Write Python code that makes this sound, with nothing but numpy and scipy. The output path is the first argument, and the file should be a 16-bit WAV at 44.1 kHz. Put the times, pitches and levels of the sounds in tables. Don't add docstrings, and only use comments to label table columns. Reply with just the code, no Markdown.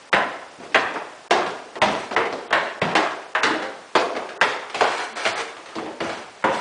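import sys
import numpy as np
from scipy import signal
from scipy.fft import rfft, irfft, next_fast_len
from scipy.io import wavfile
from scipy.ndimage import uniform_filter1d

SR = 44100
rng = np.random.default_rng(int(sys.argv[2]) if len(sys.argv) > 2 else 0)


def voltage_ratio(decibels):
    exponent = np.asarray(decibels, float) / 20
    return 10 ** exponent


def unload_audio(sound):
    columns = np.transpose(np.atleast_2d(sound))
    steps = np.round(np.clip(columns, -1, 1) * 32767)
    wavfile.write(sys.argv[1], SR, steps.astype(np.int16))


N = 291426
RING = int(0.85 * SR)

# start in seconds, peak in dB, body weight in dB, flatness in dB, crack in dB.
FOOTFALLS = [(0.129, -8, -21.5, -1.3, -15.5), (0.745, -7.5, -21, -2.5, -14.5),
             (1.308, -8.5, -22.5, 2.5, -10.5), (1.817, -10, -15, 1, -9.5), (2.164, -10.5, -23.5, -1, -18),
             (2.527, -9.5, -28.5, -1.5, -14.5), (2.816, -12.5, -15, 1.5, -15),
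             (2.952, -8, -26.5, -0.5, -11), (3.35, -14.5, -45, -3.5, -18.5), (3.432, -10.5, -20.5, -3, -9),
             (3.952, -7.5, -22.5, 6, -12), (4.412, -10, -28, -3, -8.5), (4.808, -9.5, -28.5, 1, -11.5),
             (5.252, -14.5, -38, -3, -8.5), (5.754, -25, -21, 6, -10), (6.004, -18, -11.5, 3, -14),
             (6.44, -10, -17, 1.5, -19)]
# start in seconds, peak in dB, flatness in dB, crack in dB.
LIGHT_TAPS = [(0.598, -36.5, 7, -18), (0.631, -32.5, 4, -15), (0.956, -20, -4.5, -29),
              (1.374, -19.5, 4, -12.5), (1.462, -21.5, 0.5, -10), (1.755, -23, 3.5, -16.5),
              (1.883, -18, 1.5, -20), (1.955, -29, 0.5, -15.5), (2.111, -20.5, 4, -16),
              (2.126, -26.5, -3.5, -8.5), (2.255, -24, 6, -14), (2.324, -25, 7, -8.5),
              (3.384, -25, -0.5, -27), (3.504, -20.5, 9.5, -21), (3.623, -22, -3, -12),
              (4.164, -19, 2, -17.5), (4.289, -31, -9, -9.5), (4.362, -35, 4, -16),
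              (4.698, -32.5, -6, -4.5), (4.744, -20.5, -0.5, -6.5), (5.567, -33, -4, -10.5),
              (5.659, -33.5, -4, -7.5), (5.686, -36.5, -2, -9), (5.784, -23.5, 2, -18),
              (5.86, -26.5, 2.5, -22), (6.094, -22, -3.5, -12)]
# start in seconds, peak in dB, flatness in dB, crack in dB.
FIRST_TOUCHES = [
    (.938, -27, 4, -9.5),
    (2.911, -24, -2, -13),
    (4.15, -24.5, 0, -21),
    (.721, -41, -8, -3),
    (2.507, -19.5, 1, -17.5),
    (6.425, -38, -9, -15),
]
# frequency in Hz, level in dB per Hz.
BLOW_SPECTRUM = [(18, -74), (30, -36), (129, -20), (181, -13), (444, 0), (502, -2), (705, -2), (777, -5),
                 (1690, -7.5), (2000, -9), (3590, -18.5), (9940, -40.5), (12900, -79), (21900, -120)]
# start in seconds, rms level in dB, then the three modes in Hz.
TREADS = [(0.13, -25, 1015, 695, 197.3), (0.744, -29.5, 773, 1062, 460), (1.307, -23.5, 686, 360.4, 1080),
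          (1.817, -25.5, 634, 784, 961), (2.164, -26, 456, 354, 888), (2.528, -30, 1086, 937, 344),
          (2.817, -27.5, 165, 233.4, 471), (2.95, -24.5, 659, 325.5, 386.5), (3.351, -32, 636, 1015, 822),
          (3.431, -28.5, 877, 441.5, 305), (3.53, -34, 633, 776, 543), (3.953, -24.5, 508, 703, 890),
          (4.412, -28, 508, 417.5, 890), (4.808, -33.5, 458, 821, 640), (5.253, -37, 664, 838, 1260),
          (5.755, -31, 334, 446, 219), (6.005, -31, 335.4, 671, 515), (6.44, -23, 534, 981, 922)]
# start in
# seconds, rms level in dB, mode in Hz.
LOOSE_BOARDS = [(0.7, -45, 300), (1.34, -29, 760), (1.817, -27, 610), (1.83, -29.5, 205.4),
                (2.817, -29, 195), (2.99, -31.5, 303.5), (3.431, -29, 1198), (3.505, -26.5, 312),
                (3.624, -33, 530), (3.625, -35.5, 790), (3.953, -29, 1085), (4.412, -45, 119),
                (4.808, -46, 119), (5.253, -45, 110.4), (5.254, -43, 211), (5.389, -35, 455),
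                (5.58, -49.5, 327), (5.1, -46, 222), (5.87, -38.5, 325), (6.005, -40, 106.2),
                (6.006, -35, 230), (6.47, -32, 550)]
MODE_LEVELS = (0, -3.5, -7)
# start in seconds, peak in dB.
WEIGHT_SHIFTS = [
    (.58, -43),
    (3.49, -43),
    (4.76, -42),
    (5.33, -45.5),
    (5.76, -37),
]
# start in seconds, length in seconds, first level in dB, last level in dB.
SLIDES = [(0.632, 0.017, -46, -48), (1.906, .14, -39.5, -39), (4.16, .09, -48, -51),
          (4.751, .05, -37.5, -34), (4.876, 0.15, -36, -31), (5.17, .075, -30.5, -33),
          (5.274, .045, -26, -39.5), (5.351, 0.051, -37.5, -28.5), (6.038, 0.18, -36, -44.5),
          (6.498, 0.031, -43, -40), (6.54, .06, -33.5, -39.5)]
# frequency in Hz, level in dB per Hz.
SCRAPE_SPECTRUM = [(59, -65), (100, -19), (171, -33.5), (305, -8), (769, -3.5), (1510, -3.5), (2130, -9),
                   (2540, -10.5), (4180, -15), (9940, -25.5), (12900, -48), (21900, -120)]
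# frequency in Hz, width in Hz, level in dB.
LEATHER_RINGS = [(754, 60, -8.5), (1660, 60, -13), (2270, 120, 0), (4160, 180, -5), (4640, 80, -7.5),
                 (6000, 320, -4), (7970, 300, -13)]
# frequency in Hz, time to fall 60 dB in seconds.
STAIRWELL_DECAY = [(60, 0.77), (150, 0.6), (300, 0.79), (700, 0.78), (1800, 0.65), (4800, 0.59),
                   (9000, 0.52)]
# frequency in Hz, level in dB per Hz.
HOUSE_SPECTRUM = [(18, -44), (30, -2), (54, -15.5), (490, 3), (1060, 2.5), (2050, -2), (3100, -4.5),
                  (3950, -7.5), (5040, -7), (9940, -15), (12900, -39), (21900, -120)]
# start in seconds, length in seconds, lowest lost frequency in Hz.
LOST_BANDS = [(0.096, 0.022, 1091.5), (0.106, 0.0079, 4), (1.282, .02, 2007), (1.284, 0.012, -2),
              (1.79, 0.023, 1784), (2.151, 0.0091, 1503), (2.479, 0.024, 4301.5), (2.511, .014, 3700),
              (2.798, .014, 2301), (2.941, 0.0092, 2500), (3.337, 0.0079, 1700), (6.434, .008, 2472),
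              (3.408, 0.015, 2830), (4.378, 0.027, 1998), (5.134, 0.02, 4760), (5.337, 0.019, 5401)]


def footfalls(walls):
    rows = [(s, db, weight, -9.5 + flat, -3.4 - flat, crack) for s, db, weight, flat, crack in FOOTFALLS]
    for s, db, flat, crack in list(LIGHT_TAPS) + list(FIRST_TOUCHES):
        rows.append((s, db, -22 + 0.4 * flat, -8.5 + flat, -8.5 - flat, crack))
    out = np.zeros(N + 2 * RING)
    for (s, db, *shape_db), place in zip(rows, rng.random((len(rows), 1))):
        heard = signal.fftconvolve(blow(*shape_db), stairwell(walls, place[0]))
        start = int(s * SR)
        out[start:start + len(heard)] += voltage_ratio(db + 25) * heard
    return out[:N]


def blow(boom_db, thump_db, knock_db, crack_db):
    tilt = [(150, boom_db + 21.0), (450, thump_db + 3.5), (900, 0.0071),
            (1800, knock_db + 2.5), (4500, crack_db + 12.5)]
    flex = unit(rng.standard_normal(4096) * fade(0.026, 4096))
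    click = signal.unit_impulse(4096) + voltage_ratio(-10.5) * flex
    return colour(unit(colour(click, BLOW_SPECTRUM)), tilt)


def boards():
    rows = []
    for s, db, *modes in list(TREADS) + list(LOOSE_BOARDS):
        rows += [(s, db + less, hz) for hz, less in zip(modes, MODE_LEVELS)]
    out = np.zeros(N + RING)
    t = np.arange(RING) / SR
    for (s, db, hz), (turn, apart, twin_turn) in zip(rows, rng.random((len(rows), 3))):
        twin_hz = hz + (8 + 14 * apart) * np.sign(twin_turn - 0.5)
        ring = np.sin(2 * np.pi * (hz * t + turn))
        ring += 0.52 * np.sin(2 * np.pi * (twin_hz * t + twin_turn))
        t60 = 0.5 if hz > 343 else 0.39
        build_up = 1 - fade(12 / hz, RING)
        start = int(s * SR)
        out[start:start + RING] += voltage_ratio(db + 5) * ring * fade(t60, RING) * build_up
    return out[:N]


def settles(walls):
    pushes = np.zeros(N)
    for s, db in WEIGHT_SHIFTS:
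        pushes[int(s * SR)] = voltage_ratio(db + 25.5)
    thud = blow(boom_db=3, thump_db=-2, knock_db=-15, crack_db=-32)
    return signal.fftconvolve(pushes, signal.fftconvolve(thud, stairwell(walls, 0.3)))[:N]


def scuffs(walls):
    gain = pressure(np.arange(N) / SR)
    grit = rng.standard_normal(N) * voltage_ratio(2.2 * rng.exponential(size=N) + 1.34 * clumps(70, 1)[0])
    rings = np.zeros(N)
    for hz, width, db in LEATHER_RINGS:
        rings += voltage_ratio(db + 3) * signal.lfilter(*signal.iirpeak(hz, hz / width, fs=SR), grit)
    rub = unit(colour(grit + rings, SCRAPE_SPECTRUM)) * np.sqrt(N) * voltage_ratio(3) * gain
    return rub + voltage_ratio(-7.5) * signal.fftconvolve(rub, stairwell(walls, 0.5))[:N]


def pressure(t):
    attack_s, lift_db_per_s = 0.016, 280
    gain = np.zeros(len(t))
    for s, length, first_db, last_db in SLIDES:
        bite = np.clip((t - s) / attack_s + 1, 0, 1)
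        drift_db = np.interp(t, [s, s + length], [first_db, last_db])
        lift_db = lift_db_per_s * np.clip(t - s - length, 0, 1)
        gain += bite * voltage_ratio(drift_db - lift_db)
    return gain


def stairwell(walls, place):
    bands, decays = walls
    start = int(place * (N - RING))
    tail = unit(np.sum(bands[:, start:start + RING] * decays, axis=0))
    response = tail * (1 - fade(0.013, RING)) * (1 + voltage_ratio(-2.5) * fade(0.1, RING))
    slap = np.sum(bands[5:, start:start + 2048], axis=0) * fade(0.017, 2048)
    response[:2048] += voltage_ratio(-9.5) * unit(slap)
    return response


def wall_bands(grain_db, clump_db):
    echoes = rng.standard_normal(N) * voltage_ratio(grain_db * rng.exponential(size=N))
    size = next_fast_len(N)
    centres = 40 * 2.0 ** np.arange(9)
    octave = np.log2((np.fft.rfftfreq(size, 1 / SR) + 1) / centres[:, None])
    band_gain = np.cos(np.pi / 2 * np.clip(octave, -1, 1)) ** 2
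    bands = irfft(rfft(echoes, size) * band_gain, size)[:, :N]
    hz, seconds = np.transpose(STAIRWELL_DECAY)
    t60 = np.interp(np.log(centres), np.log(hz), seconds)
    decays = np.array([fade(t, RING) for t in t60])
    return bands * voltage_ratio(clump_db * clumps(45, len(centres))), decays


def house():
    return unit(colour(rng.standard_normal(N), HOUSE_SPECTRUM)) * np.sqrt(N) * voltage_ratio(-46)


def clumps(rate, rows):
    hold = int(SR / rate)
    levels = np.repeat(rng.standard_normal((rows, N // hold + 1)), hold, axis=1)
    return 1.22 * uniform_filter1d(levels, hold, axis=1)[:, :N]


def colour(x, points):
    hz, db = np.transpose(points)
    log_hz = np.log(np.fft.rfftfreq(4096, 1 / SR) + 1)
    cepstrum = irfft(np.interp(log_hz, np.log(hz), db) * np.log(10) / 20)
    cepstrum[1:2048] *= 2
    cepstrum[2049:] = 0
    return signal.fftconvolve(x, irfft(np.exp(rfft(cepstrum))))[:len(x)]


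def unit(x):
    return x / np.sqrt(np.sum(x ** 2))


def fade(t60, count):
    return np.exp(-np.log(1000) * np.arange(count) / SR / max(t60, 0.002))


def scene():
    walls = wall_bands(grain_db=2.0, clump_db=1.56)
    return (footfalls(walls) + boards() + scuffs(walls) + house() + settles(walls))[None]


def lose_bands(x):
    holes_per_s, hole_s, hole_hz = 85, 0.007, 380
    hz, t, cells = signal.stft(x[0], SR, nperseg=256, noverlap=192)
    for s, length, low_hz in LOST_BANDS:
        cells[np.ix_(hz >= low_hz, np.abs(t - s - length / 2) < length / 2)] = 0
    for when, where, wide, long in rng.random((int(holes_per_s * N / SR), 4)):
        band = np.abs(hz - 5000 - 5000 * where) < hole_hz * (0.3 + wide ** 2)
        moment = np.abs(t - when * N / SR) < hole_s * (0.5 + long ** 3)
        cells[np.ix_(band, moment)] = 0
    return signal.istft(cells, SR, nperseg=256, noverlap=192)[1][None, :N]


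def band_limit(x):
    return signal.sosfilt(signal.butter(12, 10090, fs=SR, output="sos"), x)


def record(dry):
    x = np.tanh(1.113 * dry) / 1.105
    x = signal.sosfilt(signal.butter(2, 55, "high", fs=SR, output="sos"), x)
    x = signal.sosfilt(signal.ellip(10, 0.2, 60, 10050, fs=SR, output="sos"), x)
    x = lose_bands(x)
    return band_limit(x)


dry = scene()
out = record(dry)
unload_audio(out)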